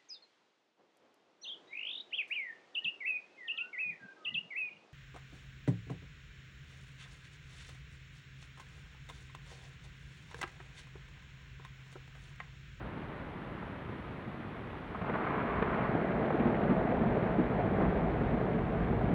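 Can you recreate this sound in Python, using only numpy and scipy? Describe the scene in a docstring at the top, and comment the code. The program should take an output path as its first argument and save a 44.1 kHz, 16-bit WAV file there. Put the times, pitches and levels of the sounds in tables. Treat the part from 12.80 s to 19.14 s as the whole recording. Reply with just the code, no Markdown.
"""Avalanche across the valley

Snow pours over a high cliff, far across an open valley from the microphone; meltwater falls steadily.
The first ice lumps clatter on bare rock, then the mass lands: a dense pounding of clods that sinks
into a deep rumble, with single big blocks thudding out of it. On the way over, the air dulls the
treble, the ground colours the pounding and the valley walls smear the avalanche with their echo."""
import sys
import numpy as np
from scipy import signal
from scipy.fft import rfft, irfft, next_fast_len
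from scipy.io import wavfile
from scipy.ndimage import map_coordinates

SR = 44100
rng = np.random.default_rng(int(sys.argv[2]) if len(sys.argv) > 2 else 0)


def generate_wav(sig):
    """Save sig (samples, or channels by samples) to the path in sys.argv[1] as 16-bit PCM at SR."""
    pcm = np.round(np.clip(np.atleast_2d(sig).T, -1, 1) * 32767).astype(np.int16)
    wavfile.write(sys.argv[1], SR, pcm)


N = 279594

# Distant meltwater and the microphone's own hiss. Each row: frequency in Hz, relative level in dB.
FALLS_SPECTRUM = [(15, -48.5), (28, -23), (48, -10.5), (85, -5), (135, -2), (270, -6.5), (420, -9.5),
                  (560, -11), (760, -13), (1100, -13.5), (2000, -19), (3500, -31.5), (4300, -41),
                  (5000, -52)]
HISS_SPECTRUM = [(1000, -13), (5000, 0), (7500, -3.5), (12500, -6), (15000, -21)]
# Echo off the valley walls. Each row: frequency in Hz, seconds to die away by 60 dB.
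WALL_DECAY = [(60, 1.6), (500, 1.4), (4000, 0.39)]
# Moving snow, from the upper slope to the landing. Each row: frequency in Hz, relative level in dB.
TUMBLE_SPECTRUM = [(30, -29), (80, -5), (130, 1.5), (200, -0.5), (270, -4), (400, -10), (600, -23),
                   (1500, -59.5), (4000, -120)]
RUMBLE_SPECTRUM = [(15, -56.5), (28, -13), (42, -0.5), (58, 5.5), (78, -4), (115, -4), (170, -17.5),
                   (400, -81.5), (1000, -120)]
LIGHT_CLOD_SPECTRUM = [(90, -25.5), (250, -7), (330, -2.5), (430, 1.5), (500, -3), (600, -0.5), (690, -0.5),
                       (820, -7), (1100, -16), (2200, -31), (5000, -73.5), (8000, -120)]
HEAVY_CLOD_SPECTRUM = [(40, -34.5), (90, -12.5), (130, -0.5), (175, -2), (215, 0), (300, -6.5), (450, -11),
                       (900, -28), (2500, -85), (6000, -120)]
# Chips, splinters and ice striking rock or snow. Each row: frequency in Hz, relative level in dB.
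GRIT_SPECTRUM = [(600, -29), (1500, 1), (2300, 3), (3200, -12.5), (4300, -24.5), (5200, -48), (9000, -100)]
SNAP_SPECTRUM = [(200, -30), (700, -5.5), (1400, 0), (2000, -9.5), (3000, -26), (5000, -60), (9000, -100)]
BARE_ICE_SPECTRUM = [(150, -22.5), (500, -13.5), (1000, 3.5), (1500, 0), (1800, -5.5), (2100, -6.5),
                     (2900, -19.5), (3500, -26.5), (4300, -38), (5200, -54.5), (9000, -100)]
MUFFLED_ICE_SPECTRUM = [(200, -14), (700, 2), (1000, -1), (1600, -1), (2100, -7.5), (2900, -23),
                        (3400, -25.5), (4300, -37.5), (5200, -56), (9000, -100)]
# The two parts of a big block's impact. Each row: frequency in Hz, relative level in dB.
THUD_SPECTRUM = [(20, -46), (60, -22), (130, -7.5), (220, 3.5), (330, -11), (660, -24.5), (1100, -40.5),
                 (4000, -86), (8000, -120)]
CRACK_SPECTRUM = [(200, -20.5), (700, -0.5), (1100, 4.5), (1550, 0.5), (2100, -5), (2900, -15),
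                  (3500, -21.5), (4400, -36.5), (5500, -53.5), (9000, -100)]
# Weight of the sliding mass. Each row: time in seconds, rumble level in dB.
MASS_LEVELS = [(.4, -52.5), (1.7, -59), (2.3, -56), (2.8, -47), (3.3, -48.5), (3.7, -45), (4.1, -43),
               (4.6, -43), (5.05, -39.5), (6.3, -40)]
# Snow coming down on the landing. Each row: time in seconds, flow level in dB.
FLOW_LEVELS = [(2.35, -37), (3.1, -35.3), (3.55, -32), (3.85, -31.5), (4.3, -31.5), (4.8, -32), (5.9, -33),
               (6.3, -31)]
# Slabs shatter and swell the lighter debris. Each row: centre and spread in seconds, swell in dB.
SLAB_SWELLS = [(3.54, .05, 0.5), (5.01, .055, 4), (5.2, 0.11, 2)]
# The stream thins between clumps. Each row: centre and spread in seconds, dip in dB.
FLOW_LULLS = [(2.70, 0.032, 3), (2.87, .04, 2.5), (4.52, .04, 0.5), (4.68, .05, 2.5), (4.90, 0.022, 1),
              (5.36, 0.033, 1), (6.04, .04, 1.5)]
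# Stray ice snapping on the cliff. Each row: start in seconds, level in dB, pitch in Hz.
SPLINTER_HITS = [(.824, -42.5, 1410), (2.146, -36.5, 1360), (2.244, -37, 1100), (2.382, -39, 1000),
                 (2.465, -37, 1150), (2.600, -41, 1700), (3.315, -46, 2270), (3.452, -48, 2690),
                 (3.741, -40, 1870), (5.732, -49, 2400)]
# Big blocks landing. Each row: start in seconds, thud level in dB, thud pitch in Hz,
# crack level in dB, decay time in seconds.
BLOCK_HITS = [(2.215, -29, 180, -38, 0.0042), (2.294, -33.5, 476, -38, 0.0085),
              (2.336, -36, 220, -37, 0.011), (2.55, -35, 330, -42.5, 0.0081), (2.779, -38, 62, -51.5, .022),
              (2.819, -28, 192, -40.5, 0.0049), (2.823, -25.5, 380, -29.5, 0.0043),
              (3.148, -26, 220, -47, 0.0047), (3.150, -29, 630, -45.5, 0.0039),
              (3.222, -34, 425, -41.5, 0.0061), (3.503, -24.5, 535, -41.5, 0.0048),
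              (3.542, -27.5, 382, -46, 0.0078), (3.596, -23.5, 215, -39, 0.0098),
              (3.653, -27, 252, -48, 0.02), (3.669, -31, 396, -38.5, 0.0067),
              (3.828, -28.5, 201, -50.5, 0.01), (3.894, -24, 228, -41, 0.021),
              (4.073, -31.5, 698, -43, 0.0035), (4.12, -29.5, 476, -44, .005),
              (4.21, -30, 188, -44.5, 0.014), (4.368, -26.5, 520, -45, 0.005), (4.584, -27, 254, -44, 0.02),
              (4.787, -32, 684, -48.5, 0.017), (4.855, -26.5, 170, -48, 0.011),
              (4.999, -30, 600, -46.5, 0.011), (5.019, -25, 420, -41, 0.0043),
              (5.05, -29.5, 560, -50, .006), (5.069, -31.5, 60.4, -52, 0.023),
              (5.076, -27.5, 171, -52.5, 0.018), (5.407, -27.5, 212, -46, 0.02),
              (5.461, -30.5, 56, -55.5, .025), (5.531, -28.5, 205, -52.5, 0.01),
              (5.744, -26.5, 190, -48, 0.014), (6.210, -31, 680, -48, 0.0037),
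              (6.24, -29.5, 135, -54, 0.019), (6.305, -27, 170, -54, 0.02)]

LANDING_S, BUILD_S = 2.04, 0.41  # the leading edge reaches the rock; time to full strength
BURIAL_S, COVER_S = 3.085, 0.03  # snow covers the rock; time that takes


def amp(db):
    """Decibels to gain."""
    return 10 ** (np.asarray(db) / 20)


def unit(x):
    """Scale to rms 1."""
    return x / np.sqrt(np.mean(x ** 2) + 1e-20)


def along(points, hz):
    """(Hz, value) points read on a log frequency axis."""
    freqs, values = np.transpose(points)
    return np.interp(np.log(hz + 1), np.log(freqs + 1), values)


def curve(rows):
    """(seconds, value) rows read at every sample."""
    return np.interp(np.arange(N) / SR, *np.transpose(rows))


def since(start):
    """Seconds since start at every sample, 0 before it."""
    return np.maximum(np.arange(N) / SR - start, 0)


def ramp(start_s, length_s):
    """Rise evenly from 0 to 1."""
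    return np.clip(since(start_s) / length_s, 0, 1)


def humps(rows):
    """A bell-shaped rise in dB for each row."""
    return sum(db * np.exp(-((since(0) - centre) / spread) ** 2) for centre, spread, db in rows)


def wobble(rate):
    """A smooth random curve, rate knots a second."""
    knots = rng.standard_normal(int(N * rate / SR) + 4)
    return map_coordinates(knots, [np.arange(N) * rate / SR])


def blend(a, b, share):
    """Pass from a to b at constant power."""
    share = np.clip(share, 0, 1)
    return np.sqrt(1 - share) * a + np.sqrt(share) * b


def filtered(x, response):
    """Filter x by a function of frequency."""
    size = next_fast_len(len(x) + SR // 4)
    return irfft(rfft(x, size) * response(np.fft.rfftfreq(size, 1 / SR)), size)[:len(x)]


def coloured(x, spectrum):
    """x shaped by a spectrum, at rms 1."""
    return unit(filtered(x, lambda hz: amp(along(spectrum, hz))))


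def shifted(spectrum, ratio):
    """The same spectrum at ratio times the pitch."""
    return [(hz * ratio, db) for hz, db in spectrum]


def shower(spectrum, rate, scatter_db, powder):
    """Impacts of scattered size, rate a second, in the even rush of powder (a share 0-1)."""
    hits = (rng.random(N) < rate / SR) * rng.choice([-1, 1], N)
    sizes = amp(scatter_db * np.clip(rng.standard_normal(N), -2, 2))
    return coloured(blend(unit(hits * sizes), rng.standard_normal(N), powder), spectrum)


def bursts(rows, attack_s=0.0043):
    """Single impacts, each a quickly dying burst of noise."""
    track, lead = np.zeros(N + SR), SR // 20
    t = np.maximum(np.arange(SR // 3) - lead, 0) / SR  # time since contact
    for start, db, decay_s, spectrum in rows:
        envelope = (1 - np.exp(-t / attack_s)) * np.exp(-t / decay_s)
        blow = coloured(envelope * rng.standard_normal(len(t)), spectrum)
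        blow /= np.sqrt(np.sum(blow ** 2) / (decay_s * SR))
        track[round(start * SR) - lead:][:len(t)] += amp(db) * blow
    return track[:N]


def air(x, edge_hz):
    """The long way through the air to the microphone takes the treble."""
    return filtered(x, lambda hz: 1 / (1 + (hz / edge_hz) ** 12))


def ground(x, delay_s, strength):
    """A bounce off the ground arrives late and ripples the low end; rough ground scatters its highs."""
    def response(hz):
        return 1 + strength * np.exp(-2j * np.pi * hz * delay_s) / (1 + (hz / 1100) ** 2)
    return filtered(x, response) / np.hypot(1, strength)


def valley_echo(x):
    """The rock walls answer with a diffuse tail whose highs die first."""
    hz, t, noise = signal.stft(rng.standard_normal(SR * 3 // 2), SR, nperseg=256)
    decay = amp(-60 * t / along(WALL_DECAY, hz)[:, None])
    tail = signal.istft(noise * decay, SR, nperseg=256)[1]
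    return signal.fftconvolve(x, tail / np.linalg.norm(tail))[:N]


def waterfalls():
    """Far off, meltwater falls from high on the cliff: a steady, slightly restless roar."""
    roar = air(shower(FALLS_SPECTRUM, rate=900, scatter_db=1.0, powder=0.7), edge_hz=5860)
    return roar * amp(-43.4 + 0.3 * wobble(3.4) + 0.14 * wobble(15))


def tumbling():
    """Clods bound down the upper slope with an uneven, dull churning."""
    return amp(-49 + 1.5 * wobble(16)) * shower(TUMBLE_SPECTRUM, rate=60, scatter_db=2.0, powder=0.23)


def softening_db(cover_db=2.5, db_per_s=2):
    """What hard impacts lose: a step as snow covers the rock, then more as the heap deepens."""
    return cover_db * ramp(BURIAL_S, COVER_S) + db_per_s * since(BURIAL_S)


def grit():
    """Fine chips of ice and stone fly out of the stream and tick on the rock."""
    chips = shower(GRIT_SPECTRUM, rate=140, scatter_db=2.5, powder=0.082)
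    return amp(curve(FLOW_LEVELS) - 22.5 - 0.5 * softening_db()) * ramp(LANDING_S, BUILD_S) * chips


def splinters(decay_s=0.0057, base_hz=1420):
    """Small pieces of ice fly clear and snap on bare rock, the smallest highest."""
    snaps = [(start, db, decay_s, shifted(SNAP_SPECTRUM, hz / base_hz))
             for start, db, hz in SPLINTER_HITS]
    return air(bursts(snaps), edge_hz=3700)


def ice_clatter():
    """Ice rattles on bare rock, then more finely and dully on the heap; shattering slabs add to it."""
    bare = shower(BARE_ICE_SPECTRUM, rate=700, scatter_db=3.5, powder=0.65)
    muffled = shower(MUFFLED_ICE_SPECTRUM, rate=1200, scatter_db=4, powder=0.57)
    level_db = -39 + humps(SLAB_SWELLS) - softening_db() + 0.66 * wobble(40)
    return amp(level_db) * blend(bare, muffled, ramp(BURIAL_S, COVER_S))


def blocks(base_hz=215):
    """Each big block bursts with a crack and a short thud, lower the bigger it is."""
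    thuds = [(start, db, decay_s, shifted(THUD_SPECTRUM, hz / base_hz))
             for start, db, hz, _, decay_s in BLOCK_HITS]
    cracks = [(start, db, decay_s, CRACK_SPECTRUM) for start, _, _, db, decay_s in BLOCK_HITS]
    return air(bursts(thuds), edge_hz=2700) + bursts(cracks)


def sliding_mass():
    """A deep rumble carries across the valley, growing with the weight of moving snow."""
    rumble = shower(RUMBLE_SPECTRUM, rate=77, scatter_db=3.0, powder=0.78)
    return amp(curve(MASS_LEVELS) + 1.3 * wobble(16)) * rumble


def clods():
    """Snow clods pound the foot of the cliff, each size at its own uneven pace, the largest last."""
    light_gain = amp(humps(SLAB_SWELLS) + 0.63 * wobble(20))
    light = light_gain * shower(LIGHT_CLOD_SPECTRUM, rate=650, scatter_db=3.0, powder=0.39)
    large, largest = [shower(spectrum, rate=130, scatter_db=2.5, powder=0.46)
                      for spectrum in (HEAVY_CLOD_SPECTRUM, shifted(HEAVY_CLOD_SPECTRUM, 0.84))]
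    heavy = amp(0.56 * wobble(20)) * blend(large, largest, ramp(start_s=4.62, length_s=1.6))
    heavy_share = 0.36 + 0.091 * since(LANDING_S)
    return amp(curve(FLOW_LEVELS) - humps(FLOW_LULLS)) * blend(light, heavy, heavy_share)


def avalanche():
    """The mass rumbles down the slope, then lands in separate lumps that merge as the flow builds."""
    rumble = sliding_mass()
    debris = clods() + ice_clatter()
    build = ramp(LANDING_S, BUILD_S)
    onset = build ** 1.36  # the thin leading edge makes a slow start
    lumps_db = 5.5 * (1 - build) * wobble(50)
    return rumble + onset * amp(lumps_db) * debris


def scene():
    """From across the valley, in mono: the avalanche and its echo over the waterfalls."""
    snow = ground(avalanche(), delay_s=0.0048, strength=0.11)
    snow += blocks() + splinters() + grit() + tumbling()
    return (snow + amp(-15) * valley_echo(snow) + waterfalls())[None]


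def record(dry):
    """The microphone adds a faint hiss and keeps nothing above its band limit."""
    hiss = amp(-82.0) * coloured(rng.standard_normal(N), HISS_SPECTRUM)
    return filtered(dry[0] + hiss, lambda hz: hz < 14900)[None]


dry = scene()
out = record(dry)
generate_wav(out)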